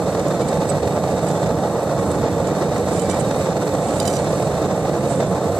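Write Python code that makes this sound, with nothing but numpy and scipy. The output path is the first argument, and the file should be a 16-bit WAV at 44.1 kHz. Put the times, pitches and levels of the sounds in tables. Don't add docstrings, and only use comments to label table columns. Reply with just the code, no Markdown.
import sys
import numpy as np
from scipy import signal
from scipy.fft import rfft, irfft
from scipy.io import wavfile
from scipy.ndimage import uniform_filter1d, map_coordinates

SR = 44100
rng = np.random.default_rng(int(sys.argv[2]) if len(sys.argv) > 2 else 0)


def transcribe(signal):
    frames = np.atleast_2d(signal).T
    limited = np.clip(frames, -1, 1)
    pcm = np.round(limited * 32767).astype(np.int16)
    wavfile.write(sys.argv[1], SR, pcm)


N = 246519
TIME = np.arange(N) / SR
BINS = np.maximum(np.arange(N // 2 + 1) * SR / N, 1)

# centre_s (middle of the burst), level_db (before the gains), length_s, bite_db, squeak_db, place
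CATCHES = [(.283, -35, .008, -9, -15, 0.38), (0.419, -35, .015, -6, -20, .34),
           (.488, -28.5, .005, -6, 6, 0.22), (.701, -25, .008, -12, 10.5, 0.24),
           (1.269, -30, .006, -10, -6, .346), (1.288, -26, .005, -6, 5, 0.065),
           (1.313, -33, 0.0055, -7, -10, 0.074), (2.118, -27, .005, -6, 5, 0.067),
           (2.474, -30, .007, -9, -12, 0.37), (2.94, -32, .055, -20, -25, .18),
           (2.996, -31, 0.007, -2, -15, 0.18), (3.021, -29.5, .014, -12, -15, .358),
           (3.052, -34, 0.02, -8, -20, .342), (3.099, -26, .008, -8, -20, .378),
           (3.113, -23, .016, -14, -20, .378), (3.205, -21.5, .013, -20, -15, .27),
           (4.078, -27, .025, -22, -25, .09), (4.165, -34, .02, -12, -25, .1),
           (5.11, -32, .05, -28, -25, .17)]
SLIDING_PLACE = .167


def from_db(db):
    return 10 ** (np.asarray(db) / 20)


def rms_one(x):
    return x / np.sqrt(np.mean(x ** 2) + 1e-20)


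def in_time(rows):
    s, *columns = np.transpose(rows)
    return [np.interp(TIME, s, column) for column in columns]


def at_bins(points, axis=1):
    columns = np.transpose(points)
    return np.interp(np.log(BINS), np.log(columns[0]), columns[axis])


def lifts(resonances):
    return sum(db / (1 + (2 * (BINS - hz) / width) ** 2) for hz, width, db in resonances)


def panned(db):
    ratio = from_db(np.atleast_1d(db))
    return np.array([ratio, np.ones_like(ratio)]) * np.sqrt(2 / (1 + ratio ** 2))


def drift(rate_hz):
    spectrum = rfft(rng.standard_normal(N))
    return rms_one(irfft(spectrum / (1 + (BINS / rate_hz) ** 2), N))


def split(x, hz):
    low = irfft(rfft(x) / (1 + (BINS / hz) ** 8), N)
    return low, x - low


def running_rms(x, seconds):
    power = np.mean(x ** 2, axis=0)
    return np.sqrt(uniform_filter1d(power, int(seconds * SR)) + 1e-12)


def swells(bursts):
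    power = 0
    for centre, db, length in bursts:
        bell = np.exp(-np.minimum((2 * (TIME - centre) / length) ** 2, 60))
        power = power + from_db(db) ** 2 * bell
    return np.sqrt(power)


def ring(force, hz, t60):
    r = np.exp(-np.log(1000) / (t60 * SR))
    w = 2 * np.pi * hz / SR
    return signal.lfilter([0, np.sin(w)], [1, -2 * r * np.cos(w), r * r], force + 1e-18)


def wandering(x, share, rate_hz):
    position = np.cumsum(1 + share * drift(rate_hz))
    return np.array([map_coordinates(channel, [position], order=3, mode="mirror") for channel in x])


def turbulence(colour_db):
    # frequency_hz, left_minus_right_db
    balance = [(100, -3), (600, -3), (1000, -1), (1700, 4), (2100, 1), (2700, -12.5), (3200, -0.5),
               (3800, 3), (4300, 0.5), (6400, -3.5), (7100, -5.5), (7900, -14), (10000, -10.5),
               (14000, -13.5)]
    # frequency_hz, likeness, left_lead_rad
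    likeness = [(100, 0.99, 0), (704, 0.9995, 0), (1220, 1, 0.5), (1550, 1, -1), (1870, 0.73, -1.37),
                (2740, 0.71, -4.5), (3386, 0.66, -5.5), (4040, 0.65, -6), (5450, 0.43, -8.5),
                (6660, 0.12, -9.5), (9100, .1, -11.5)]
    mid, side = rfft(rng.standard_normal((2, N)))
    alike = np.clip(at_bins(likeness), -1, 1)
    pair = np.sqrt(1 + alike) * mid + np.sqrt(1 - alike) * side * [[1], [-1]]
    pair[0] *= np.exp(1j * at_bins(likeness, axis=2))
    return rms_one(irfft(pair * from_db(colour_db) * panned(at_bins(balance)), N))


def pockets():
    # start_s, flare_db, pop_db
    set_ignitions = [(.148, -21, -27), (.266, -40, -7.5), (.528, -22, -16), (.572, -27, -8),
                     (.829, -38, -11), (.874, -20, -12), (.977, -34, -6), (1.504, -30, -10),
                     (2.548, -19, -29), (3.142, -25, -13), (3.308, -20, -12), (3.781, -28, -20),
                     (4.337, -33, -13), (4.399, -22, -9), (5.201, -19, -7.5)]
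    per_s, mean_flare_db, mean_pop_db, spread_db = 3, -32, -16, 4
    chance = rng.random((100, 3))
    starts = np.cumsum(-np.log(1 - chance[:, 0])) / per_s
    sizes_db = spread_db * (2 * chance[:, 1:] - 1) + [mean_flare_db, mean_pop_db]
    return set_ignitions + [(s, *db) for s, db in zip(starts, sizes_db) if s < TIME[-1]]


def flaring(ignitions, rise_s, gain_db):
    flare = np.zeros(N)
    for s, flare_db, _ in ignitions:
        age = np.clip((TIME - s) / rise_s, 0, 20)
        flare += from_db(flare_db + gain_db) * age * np.exp(1 - age)
    return flare


def jet(flutter, flare, tube_flutter_db, top_flutter_db, tube_flare):
    # (per Hz, relative)
    colour = [(900, -7.5), (1600, 5.5), (2300, 5), (3100, -3.5), (5000, -1), (6500, 0.5), (7500, -1.5),
              (8600, -5.5), (9600, -10), (12200, -7), (13000, -17), (14400, -23)]
    # frequency_hz, width_hz, lift_db
    tube_resonances = [(3685, 250, 9.5), (4250, 210, 7.5), (4480, 200, -1.5), (7830, 570, 10)]
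    # time_s, level_db (of the hiss before the flutter)
    wavering = [(0, -37), (1.15, -36.5), (1.75, -38), (3.0, -36), (4.5, -36), (5.3, -38.5), (5.59, -36.5)]
    level_db, = in_time(wavering)
    hiss = turbulence(at_bins(colour) + lifts(tube_resonances))
    hiss = wandering(hiss, share=.013, rate_hz=4)
    tube, top = split(hiss, hz=7800)
    tube = tube * from_db(tube_flutter_db * flutter) * (1 + tube_flare * flare)
    top = top * from_db(top_flutter_db * drift(rate_hz=16))
    return from_db(level_db) * (tube + top)


def flame(flutter, flare, rumble_db, rasp_db, roar_flutter_db, rasp_flutter_db, roar_flare):
    # (per Hz, relative)
    colour = [(20, -44), (48, -18), (62, -17.5), (85, -7), (120, -7.5), (170, -3), (250, -8), (370, -4.5),
              (560, 0.5), (720, -6.5), (950, -14.5), (1200, -13.5), (1500, -22), (1950, -29.5), (2400, -59),
              (4000, -47)]
    # frequency_hz, width_hz, lift_db
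    chamber = [(141.6, 14, 4.5), (179, 14, 2.5), (258.5, 21, -6.5), (289.5, 81, 4), (375, 10, -7.5),
               (471.6, 46, 3.5), (550, 41, 1.5), (632, 35, 1), (688, 16.4, 5.5), (737, 28, 0),
               (766, 20, 5.5), (800, 13, -3.5), (859, 78, 5.5), (1072, 34, 2.5), (1925, 30, 9)]
    # time_s, level_db (before rumble_db is added)
    rumble_course = [(0.0, -26), (0.73, -23.9), (0.95, -25.5), (1.52, -23), (1.8, -29), (2.0, -24),
                     (2.26, -24), (2.76, -25.5), (3.27, -24), (3.63, -26.5), (4.4, -24.5), (4.92, -25.5),
                     (5.25, -23.0), (5.58, -27)]
    course_db, = in_time(rumble_course)
    upper_level_db = -21
    rumble, upper = split(turbulence(at_bins(colour) + lifts(chamber)), hz=265)
    roar, rasp = split(upper, hz=920)
    roar = roar * from_db(roar_flutter_db * flutter) * (1 + roar_flare * flare)
    rasp = rasp * from_db(rasp_db + rasp_flutter_db * flutter) * (1 + flare)
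    upper = roar + rasp
    rumble = rumble / running_rms(rumble, seconds=0.17) * from_db(course_db + rumble_db)
    upper = upper / running_rms(upper, seconds=0.16) * from_db(upper_level_db)
    return rumble + upper


def popping(ignitions, mouth_hz, t60, gain_db, pan_db):
    pushes = np.zeros(N)
    for s, _, pop_db in ignitions:
        pushes[round(s * SR)] = from_db(pop_db + gain_db)
    return panned(pan_db) * ring(pushes, mouth_hz, t60)


def bar_rings(forces, places):
    # half_waves (along the bar), frequency_hz, level_db (relative), t60_s,
    # left_minus_right_db
    modes = [(6, 2309, -10.5, .15, -7), (7, 3060, -8, .09, -10), (8, 3930, -1.5, .032, -20),
             (9, 4880, -1.5, .05, -15), (10, 5918, -1, .05, 1), (11, 7088, 2.5, .036, -20),
             (12, 8350, -.5, .025, -14), (13, 9670, -7.5, .03, -12), (14, 11130, -5.5, .018, -17),
             (15, 12600, -13, .025, -12), (16, 14200, -17, .025, 2)]
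    node_leak = .2
    sound, forces = 0, np.array(forces)
    for waves, hz, db, t60, pan_db in modes:
        reach = np.hypot(np.cos(np.pi * waves * np.array(places)), node_leak)
        sound = sound + from_db(db) * panned(pan_db) * ring(reach @ forces, hz, t60)
    return sound


def grains(per_s):
    return rms_one((rng.random(N) < per_s / SR) * rng.standard_normal(N))


def cracks(force, t60, pan_db):
    band = signal.butter(2, [4350, 9100], "band", fs=SR, output="sos")
    decay = np.exp(-np.minimum(np.log(1000) * TIME / t60, 60))
    scatter = rms_one(rng.standard_normal((2, N)) * decay) / np.sqrt(N)
    return panned(pan_db) * irfft(rfft(signal.sosfilt(band, force)) * rfft(scatter), N)


def squeaking(pan_db):
    centre_hz, waver_hz, gain_db = 8024, 23, -7.5
    centre_s, db, length, _, squeak_db, _ = np.transpose(CATCHES)
    phase = 2 * np.pi * np.cumsum(centre_hz + waver_hz * drift(rate_hz=83)) / SR
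    envelope = swells(zip(centre_s, db + squeak_db + gain_db, 1.64 * length))
    return panned(pan_db) * envelope * np.sin(phase)


def scraping(grit_db, ring_db, slide_ring_db, catch_db, pan_db):
    # (per Hz, relative)
    grit_colour = [(1500, -4.5), (3000, -10), (6000, -11.5), (7500, 3), (8200, 5.5), (8800, -2),
                   (9700, -6.5), (11000, -16), (14500, -44)]
    # time_s, rubbing_db (before the gains)
    slide = [(0, -45), (.65, -42.5), (.95, -48), (1.3, -40.5), (1.85, -45.5), (2.05, -35.5), (2.25, -52),
             (2.85, -48), (2.95, -34), (3.12, -38), (3.6, -43), (4.1, -33.5), (4.6, -44.5), (5.0, -42),
             (5.15, -32.5), (5.35, -45.5), (5.59, -39.5)]
    slide_db, = in_time(slide)
    rub = from_db(slide_db + catch_db * np.minimum(drift(rate_hz=10), 2))
    centre_s, db, length, bite_db, _, places = np.transpose(CATCHES)
    stroke = np.hypot(rub, swells(zip(centre_s, db, length)))
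    grit = np.array([grains(per_s=3500), grains(per_s=3500)])
    grit = rms_one(irfft(rfft(grit) * from_db(at_bins(grit_colour)), N))
    ticks_per_s, tick_db = 9, -7
    clicks = (rng.random(N) < ticks_per_s / SR) * rng.random(N)
    clicks = from_db(slide_db + tick_db) * clicks
    soft = signal.butter(1, 4000, fs=SR, output="sos")
    friction = from_db(ring_db) * signal.sosfilt(soft, grains(per_s=10000))
    bites = [friction * swells([catch]) for catch in zip(centre_s, db + bite_db, length)]
    sliding = friction * rub * from_db(slide_ring_db) + clicks
    rasping = from_db(grit_db) * panned(pan_db) * grit * stroke
    return rasping + bar_rings([sliding, *bites], [SLIDING_PLACE, *places])


def ticking(gain_db, ring_db, t60, pan_db):
    # start_s, level_db (before the gains)
    fractures = [(0.195, -18.5), (.282, -20), (0.484, -20), (.689, -17), (.699, -17), (1.181, -22),
                 (1.286, -26), (1.31, -26), (1.989, -26), (2.115, -24), (2.152, -22), (2.469, -21),
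                 (2.78, -20), (2.885, -24), (2.96, -19), (2.966, -19), (2.995, -17), (3.098, -12),
                 (3.111, -29), (3.144, -22)]
    force = np.zeros(N)
    for s, db in fractures:
        force[round(s * SR)] = from_db(db)
    dry_cracks = from_db(gain_db) * cracks(force, t60, pan_db)
    return dry_cracks + from_db(ring_db) * bar_rings([force], [SLIDING_PLACE])


def knocking(ring_db, chatter_db, chatter_ring_db, crack_db, crack_t60, pan_db):
    # centre_s (hard contact and middle of the crunch),
    # level_db (before the gains), length_s (of the crunch), place (of contact, as a share of the bar's length)
    strikes = [(4.0003, -12, .002, 0.24), (4.027, -24, .003, .184), (4.0534, -19, .0015, .27),
               (4.062, -24, .009, 0.24), (4.076, -16, .005, 0.29), (4.0783, -16, .004, 0.083),
               (4.099, -25, 0.014, 0.49), (4.113, -30, .012, 0.51), (4.1286, -26, .002, 0.21),
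               (4.137, -25, .014, .208), (4.155, -25, 0.015, 0.088), (4.166, -20.5, 0.0082, 0.11),
               (4.186, -30, .012, .4)]
    force, blows = 0, []
    chatter = from_db(chatter_db) * grains(per_s=15000)
    for centre_s, db, length, _ in strikes:
        contact = np.zeros(N)
        contact[round(centre_s * SR)] = from_db(db)
        crunch = chatter * swells([(centre_s, db, length)])
        blows.append(contact + from_db(chatter_ring_db) * crunch)
        force = force + contact + crunch
    hard = signal.butter(2, 2700, "high", fs=SR, output="sos")
    rings = signal.sosfilt(hard, bar_rings(blows, [place for *_, place in strikes]))
    return from_db(ring_db) * rings + from_db(crack_db) * cracks(force, crack_t60, pan_db)


def scene():
    ignitions = pockets()
    flutter = drift(rate_hz=35)
    flare = flaring(ignitions, rise_s=0.0027, gain_db=21.5)
    gas = jet(flutter, flare, tube_flutter_db=1.65, top_flutter_db=1.5, tube_flare=0.88)
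    fire = flame(flutter, flare, rumble_db=0.5, rasp_db=-0.5, roar_flutter_db=1.2, rasp_flutter_db=2.0,
                 roar_flare=0.24)
    pops = popping(ignitions, mouth_hz=656, t60=0.021, gain_db=-1.0, pan_db=-2.0)
    squeaks = squeaking(pan_db=-22)
    scrapes = scraping(grit_db=-4.0, ring_db=-19.0, slide_ring_db=-20.0, catch_db=2.5, pan_db=-13.5)
    ticks = ticking(gain_db=13.0, ring_db=-20.0, t60=0.035, pan_db=-9)
    knocks = knocking(ring_db=-7.0, chatter_db=-21.0, chatter_ring_db=-9.0, crack_db=11, crack_t60=0.022,
                      pan_db=-4)
    return gas + fire + pops + squeaks + scrapes + ticks + knocks


def record(dry):
    bass_cut = signal.butter(2, 34, "high", fs=SR, output="sos")
    top_cut = signal.ellip(12, .1, 90, 14750, fs=SR, output="sos")
    return signal.sosfilt(top_cut, signal.sosfilt(bass_cut, dry))


dry = scene()
out = record(dry)
transcribe(out)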